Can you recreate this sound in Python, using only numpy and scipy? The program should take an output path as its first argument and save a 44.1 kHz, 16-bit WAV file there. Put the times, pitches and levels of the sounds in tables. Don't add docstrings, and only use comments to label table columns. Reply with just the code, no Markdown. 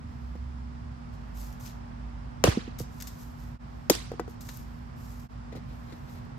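import sys
import numpy as np
from scipy import signal
from scipy.fft import rfft, irfft
from scipy.io import wavfile
from scipy.ndimage import uniform_filter1d

SR = 44100
rng = np.random.default_rng(int(sys.argv[2]) if len(sys.argv) > 2 else 0)


def inscribe(sig):
    pcm = np.round(np.clip(np.atleast_2d(sig).T, -1, 1) * 32767)
    wavfile.write(sys.argv[1], SR, pcm.astype(np.int16))


N = 281358
TIME = np.arange(N) / SR

# start in seconds, crack level in dB, rise in seconds, tilt in dB per octave,
# tear level in dB, tear decay in seconds, yard level in dB, yard tilt in dB per octave, fence echo in dB.
CHOP_CUES = [(2.4393, -10, 0.00072, -0.5, -41, 0.035, 13.5, -1.57, -16),
             (3.8979, -12, 0.0014, 1.65, -26.5, 0.012, 3, 1.95, 5)]
# frequency in Hz, relative level in dB.
CRACK_EQ = [(200, -13.5), (700, -0.5), (1200, 11), (1600, -14), (2200, -3.5), (3200, -9), (5000, 0.5),
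            (7000, -4.5), (8500, -11), (10500, -14), (13000, -6.5), (16000, -21)]

def chops():
    near, far = np.zeros((2, 2, N))
    t = np.arange(SR // 3) / SR
    for s, crack_db, rise, tilt_db, tear_db, tear_decay, yard_db, yard_tilt_db, fence_db in CHOP_CUES:
        burst = crackle(len(t), spread_db=-0.5, apart=0.5)
        crack = unit_rms(coloured(burst, CRACK_EQ, tilt_db)) * swell(t, rise)
        jerks = smooth_noise(len(t), samples=60)
        fibres = patchy(crackle(len(t), spread_db=7, apart=0.5), depth_db=4)
        fibres = coloured(fibres * gain_of(4 * np.minimum(jerks, 2)), CRACK_EQ, tilt_db)
        tear = unit_rms(fibres) * np.exp(-t / tear_decay) * (1 - np.exp(-t / rise))
        add(near, s, gain_of(crack_db) * crack + gain_of(tear_db) * tear)
        add(far, s, gain_of(yard_db) * yard(yard_tilt_db, fence_db))
    return near, far


# start in seconds, thump level in dB,
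# starting pitch in Hz, natural-log growth of the period per cycle, rise in seconds.
KNOCK_CUES = [(0.354, -41.5, 450, 0.93, .0024), (2.4402, -5.5, 950, 0.274, 0.0018),
              (2.452, -27.5, 350, 0.046, 0.0046), (2.4743, -13, 980, 0.38, 0.0018),
              (2.4836, -12, 195, 0.62, 0.0045), (2.523, -44, 900, 0.27, .002),
              (2.573, -16, 273, 0.12, 0.0028), (2.677, -37, 340, 0.165, 0.0046),
              (2.803, -29.5, 454, .45, 0.0098), (3.8979, -11, 947, 0.22, 0.0027),
              (3.9071, -12, 331, 0.047, 0.0023), (4.116, -30.5, 937, 0.26, 0.0021),
              (4.137, -36, 486, 0.12, 0.0016), (4.1959, -20, 1160, 0.15, 0.00052),
              (4.207, -32, 315, 0.14, 0.0017), (4.278, -32.5, 565, 0.13, 0.0021),
              (5.526, -43, 672, 0.16, 0.0036), (5.552, -38, 710, 0.39, 0.0046),
              (5.567, -43, 625, 0.067, .0044), (5.926, -45.5, 317, .02, 0.0054)]

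def knocks():
    out, t = np.zeros((2, N)), np.arange(SR // 3) / SR
    for s, thump_db, hz, growth, rise in KNOCK_CUES:
        force_db, octaves = thump_db + 30, np.log2(hz / 500)
        ring_db = -38.5 + 0.7473 * force_db + octaves
        tick_db = -54.5 + 0.64 * force_db + 6.5 * octaves
        turns = np.log1p(growth * hz * t) / growth
        bumps = unit_rms(uniform_filter1d(smooth_noise(len(t), samples=110), size=80))
        contact = 1 + 0.187 * bumps
        thump = np.sin(2 * np.pi * turns) * swell(t, rise) * contact
        burst = crackle(len(t), spread_db=-0.5, apart=0.41)
        tick = unit_rms(coloured(burst, CRACK_EQ, tilt_db=-1)) * swell(t, rise=0.0023)
        ring = wood_ring(t, hz)
        add(out, s, gain_of(thump_db) * thump + gain_of(tick_db) * tick + gain_of(ring_db) * ring)
    return out


# pitch in Hz, relative level in dB, seconds to fall 60 dB.
WOOD_MODES = [(323, 9, 0.057), (352, -13, 0.11), (466.3, 12, 0.049), (514, -6.5, 0.061), (610, -11, 0.069),
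              (732, 5, 0.046), (802, -13, 0.066), (892, -11.5, 0.049), (1250, -31.5, 0.027),
              (1340, -6.5, 0.051), (1536, -10.5, 0.12), (1960, -8.5, 0.088), (2008, -13, 0.029),
              (2670, -17.5, .08), (3480, -20, .1)]

def wood_ring(t, knock_hz):
    hz, db, t60 = np.transpose(WOOD_MODES)[:, :, None]
    phase, detune, skew = rng.standard_normal((3, len(WOOD_MODES), 1))
    angle = 2 * np.pi * (hz * (1 + 0.011 * detune) * t + phase)
    dull_db = 5.5 * np.maximum(np.log2(hz / knock_hz), 0)
    fade = gain_of(db - dull_db - 60 * t / t60) * (1 - np.exp(-t / 0.00022))
    return np.array([(fade * np.sin(angle + side * skew)).sum(0) for side in (-0.5, 0.5)]) / 2


# start in seconds, level in dB, tilt in dB per octave.
SNAP_CUES = [(2.456, -37, 7), (2.4653, -29.5, -4), (2.4928, -42, 12), (2.5012, -46.5, 12),
             (2.5232, -35.5, -2.5), (3.9022, -17, 6), (3.9036, -26, 15)]

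def splinters():
    out, t = np.zeros((2, N)), np.arange(SR // 20) / SR
    for s, db, tilt_db in SNAP_CUES:
        burst = coloured(crackle(len(t), spread_db=-4, apart=0.21), CRACK_EQ, tilt_db)
        add(out, s, gain_of(db) * unit_rms(burst) * swell(t, rise=0.0012))
    return out


# start in seconds, level in dB, rise in seconds.
SCRAPE_CUES = [(4.4872, -47, 0.0025), (5.521, -51, 0.0075), (5.552, -50.5, 0.012), (5.68, -58, 0.024),
               (5.86, -56.5, 0.036), (5.921, -48, 0.0054), (6.07, -56.5, 0.016), (6.142, -56.5, 0.022)]
# frequency in Hz, relative level in dB.
SCRAPE_EQ = [(200, 6), (500, 9.5), (1200, -16), (1950, -1), (2900, -14.5), (4000, -3.5), (6000, -15),
             (15000, -31.5)]

def scrapes():
    out, t = np.zeros((2, N)), np.arange(SR // 3) / SR
    for s, db, rise in SCRAPE_CUES:
        rasp = coloured(crackle(len(t), spread_db=6, apart=0.64), SCRAPE_EQ)
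        add(out, s, gain_of(db) * unit_rms(rasp) * swell(t, rise))
    return out


# frequency in Hz, left over right in dB.
STUMP_PAN = [(200, -2.5), (700, -1.5), (1300, 9.5), (2800, 15), (5000, 1.5), (7000, 13), (9500, 1),
             (15000, 2)]

def direct(pair, lag_s):
    left, right = rfft(pair)
    hz = bins(pair)
    lean = gain_of(curve_at(STUMP_PAN, hz) / 2)
    delay = np.exp(-2j * np.pi * hz * lag_s)
    return irfft(np.array([left * lean, right / lean * delay]), N)


# start in seconds, level in dB, seconds to its peak.
SHUFFLE_CUES = [(0.0, -82, .2), (1.16, -82, .12), (1.325, -54, 0.082), (1.585, -54.5, 0.053),
                (2.85, -61, 0.19), (3.06, -67, 0.033), (3.15, -59, 0.064), (3.35, -64.5, 0.071),
                (3.62, -78, .18), (4.275, -63, 0.029), (4.4, -55.5, 0.08), (4.501, -57, 0.056),
                (4.62, -73, 0.11), (4.939, -62, 0.098), (5.064, -62.5, 0.067), (5.175, -68, 0.05),
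                (5.55, -63, 0.013), (5.62, -72, 0.15), (5.82, -72, 0.14), (6.059, -64.5, .06)]
# frequency in Hz, relative level in dB.
LEAF_EQ = [(300, -24.5), (1500, -11), (3300, -6), (5300, 1), (7200, 1.5), (9000, -5), (10500, -7.5),
           (11800, 5), (14200, -2), (16000, -13.5)]

def shuffles():
    sweep_power = 2.37
    sweeps = [gain_of(db) * swell(np.maximum(TIME - s, 0), rise) ** sweep_power
              for s, db, rise in SHUFFLE_CUES]
    pressure = gain_of(-90) + np.linalg.norm(sweeps, axis=0)
    grains = unit_rms(coloured(crackle(N, spread_db=6, apart=1), LEAF_EQ, tilt_db=-1.5))
    return panned(pressure * grains * gain_of(1.2 * drift(rate_hz=120)), side_db=2)


# start in seconds, level in dB, rise in seconds, tilt in dB per octave.
CRUNCH_CUES = [(1.118, -66.5, 0.018, -7), (1.526, -49, 0.0012, -2), (1.597, -55.5, 0.0063, -1),
               (1.645, -50.5, 0.017, -5.5), (2.783, -42.5, 0.011, -2), (3.0, -45, 0.0057, -4.5),
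               (3.022, -36.5, 0.0022, -2), (3.068, -45, 0.0069, -2.5), (4.028, -60, 0.0012, 5),
               (4.406, -47.5, 0.0064, -1), (4.4872, -43.5, 0.0042, -6.5), (4.571, -41, 0.0013, 13),
               (5.195, -55, .004, -3), (6.25, -63.5, 0.0018, -2)]

def crunches():
    out, t = np.zeros((2, N)), np.arange(SR // 3) / SR
    for s, db, rise, tilt_db in CRUNCH_CUES:
        clumps_db = 2.5 * np.minimum(smooth_noise(len(t), samples=70), 2.6)
        grains = patchy(crackle(len(t), spread_db=9.5, apart=0.93), depth_db=1.5)
        crunch = unit_rms(coloured(grains * gain_of(clumps_db), LEAF_EQ, tilt_db))
        add(out, s, panned(gain_of(db) * crunch * swell(t, rise), side_db=4.5))
    return out


# frequency in Hz, gain in dB.
YARD_EQ = [(100, 7), (400, 8.5), (750, 2), (1150, 1), (2000, -1.5), (3500, -3), (5000, -3.5), (7000, -5.5),
           (10000, -12.5), (16000, -22)]
# frequency in Hz, seconds to fall 60 dB.
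YARD_DECAY = [(150, 0.28), (700, 0.46), (2000, 0.64), (4500, 0.6), (7500, 0.48), (11000, 0.37),
              (16000, 0.19)]

def yard(tilt_db, fence_db, fence_s=0.055):
    scatter = patchy(rng.standard_normal((2, SR)), depth_db=3)
    hz, frame_s, bands = signal.stft(scatter, SR, nperseg=256)
    decay = gain_of(-60 * frame_s / curve_at(YARD_DECAY, hz)[:, None])
    tail = signal.istft(bands * decay, SR, nperseg=256)[1][:, :SR]
    t = np.arange(SR) / SR
    fence = gain_of(fence_db) * np.exp(-((t - fence_s) / 0.0025) ** 2)
    ground = 1.6 * np.exp(-t / 0.032)
    tail = tail * (1 - np.exp(-t / 0.0059)) * (1 + ground + fence)
    return diffuse(coloured(tail / np.linalg.norm(tail[0]), YARD_EQ, tilt_db))


# time in seconds, pitch in Hz.
ENGINE_PITCH = [(0, 75.15), (.3, 65.08), (.95, 64.96), (1.25, 53.29), (6.38, 57.7)]
# peak time in seconds, level in dB, half length in seconds.
ENGINE_SWELL_CUES = [(.45, -43, 0.33), (1.427, -43, .15), (2.084, -44, 0.19)]

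def engine(idle_db=-47.5, gone_s=5.92, fade_s=0.06):
    hz = np.interp(TIME, *np.transpose(ENGINE_PITCH)) * (1 + 0.021 * drift(rate_hz=7.2))
    note = np.sqrt(2) * np.sin(2 * np.pi * np.cumsum(hz) / SR)
    idle = gain_of(idle_db) * (1 - np.tanh((TIME - gone_s) / fade_s)) / 2
    swells = sum(gain_of(db) * np.exp(-((TIME - s) / half) ** 2) for s, db, half in ENGINE_SWELL_CUES)
    return panned(note * (idle + swells) * gain_of(0.51 * drift(rate_hz=18)), side_db=-3.5)


def machine_hum(hz=239.9, db=-51):
    note = np.sqrt(2) * np.sin(2 * np.pi * hz * TIME + 0.22 * drift(rate_hz=5))
    return panned(note * gain_of(db + 0.77 * drift(rate_hz=5.4)), side_db=-2.5)


# time in seconds, level in dB.
TRAFFIC_RIDE = [(0, -58.5), (.7, -59.5), (1.3, -54), (1.9, -53.5), (2.3, -54.5), (3.3, -56), (4.7, -57),
                (6.38, -54)]
# frequency in Hz, relative level in dB.
ROAD_EQ = [(100, -32.5), (450, -8.5), (850, -4), (1100, -9), (1700, -15.5), (3000, -27.5), (8000, -50.5)]

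def traffic():
    wash = unit_rms(diffuse(coloured(rng.standard_normal((2, N)), ROAD_EQ)))
    return wash * gain_of(np.interp(TIME, *np.transpose(TRAFFIC_RIDE)))


# frequency in Hz, relative level in dB.
AIR_EQ = [(20, -47), (35, -19.5), (55, -5), (85, -9), (130, -5.5), (175, -14), (250, -15.5), (310, -23),
          (480, -31), (1000, -26.5), (2500, -41.5), (4000, -47.5), (5300, -45), (6000, -51), (7500, -52.5),
          (10000, -62.5), (15000, -83)]

def neighbourhood(db=-43):
    rumble = unit_rms(diffuse(coloured(rng.standard_normal((2, N)), AIR_EQ)))
    return rumble * gain_of(db + 0.097 * drift(rate_hz=6.3))


# frequency in Hz, left-right correlation from -1 to 1.
AMBIENCE_CORRELATION = [(95, 1), (135, 0.72), (290, -0.38), (640, -0.56), (1410, -0.33), (3100, 0.25),
                        (6820, -0.2), (15000, 0.4)]
# frequency in Hz, left over right in dB.
AMBIENCE_PAN = [(60, -2.5), (200, -2), (700, 1.5), (1290, -4.5), (2380, -3.5), (4400, -7.5), (8120, -1),
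                (15000, -7.5)]

def diffuse(pair):
    a, b = rfft(pair)
    hz = bins(pair)
    same = np.clip(curve_at(AMBIENCE_CORRELATION, hz), -1, 1)
    lean = gain_of(curve_at(AMBIENCE_PAN, hz) / 2)
    right = same * a + np.sqrt(1 - same ** 2) * b
    return irfft(np.array([a * lean, right / lean]), pair.shape[-1])


def crackle(length, spread_db, apart):
    common, left, right, sizes = rng.standard_normal((4, length))
    return (common + apart * np.array([left, right])) * gain_of(spread_db * np.minimum(sizes, 2.5))


def patchy(x, depth_db):
    bands = signal.stft(x, SR, nperseg=256)[2]
    patches = uniform_filter1d(rng.standard_normal(bands.shape[1:]), size=3, axis=0)
    patches = unit_rms(uniform_filter1d(patches, size=4, axis=1))
    return signal.istft(bands * gain_of(depth_db * patches), SR, nperseg=256)[1][:, :x.shape[-1]]


def smooth_noise(length, samples):
    return unit_rms(uniform_filter1d(rng.standard_normal(length), size=samples))


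def drift(rate_hz):
    return unit_rms(irfft(rfft(rng.standard_normal(N)) * np.exp(-(bins(TIME) / rate_hz) ** 2), N))


def swell(t, rise):
    return t / rise * np.exp(1 - t / rise)


def coloured(x, eq, tilt_db=0):
    hz = bins(x)
    db = curve_at(eq, hz) + tilt_db * np.log2(np.maximum(hz, 1000) / 1000)
    return irfft(rfft(x) * gain_of(db), x.shape[-1])


def curve_at(points, hz):
    point_hz, value = np.transpose(points)
    return np.interp(np.log(hz + 1), np.log(point_hz + 1), value)


def bins(x):
    return np.fft.rfftfreq(x.shape[-1], 1 / SR)


def gain_of(db):
    return 10 ** (np.asarray(db) / 20)


def unit_rms(x):
    return x / np.sqrt(np.mean(x ** 2) + 1e-20)


def panned(x, side_db):
    return x * gain_of([[side_db / 2], [-side_db / 2]])


def add(mix, s, sound):
    part = mix[:, max(round(s * SR), 0):][:, :sound.shape[-1]]
    part += sound[:, :part.shape[1]]


def scene():
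    near, far = chops()
    wood = knocks() + splinters() + scrapes()
    rustle = shuffles() + crunches()
    send = gain_of(-27.5) * wood[:1] + gain_of(-17.5) * rustle[:1]
    reverb = signal.fftconvolve(send, yard(tilt_db=4.5, fence_db=-7.5), axes=1)[:, :N]
    bed = neighbourhood() + traffic() + machine_hum() + engine()
    return direct(near + wood, lag_s=0.00008) + rustle + far + reverb + bed


# centre in seconds, depth in dB, width in seconds.
LEVEL_DIPS = [(3.585, 24, 0.012), (5.283, 27, 0.01)]

def record(dry):
    rounded = dry / (1 + dry ** 6) ** (1 / 6)
    dip_db = sum(depth * np.exp(-abs(TIME - s) / width) for s, depth, width in LEVEL_DIPS)
    low_pass = signal.firwin(255, 16000, window=("kaiser", 9), fs=SR)
    return signal.oaconvolve(rounded * gain_of(-dip_db), low_pass[None], "same")


dry = scene()
out = record(dry)
inscribe(out)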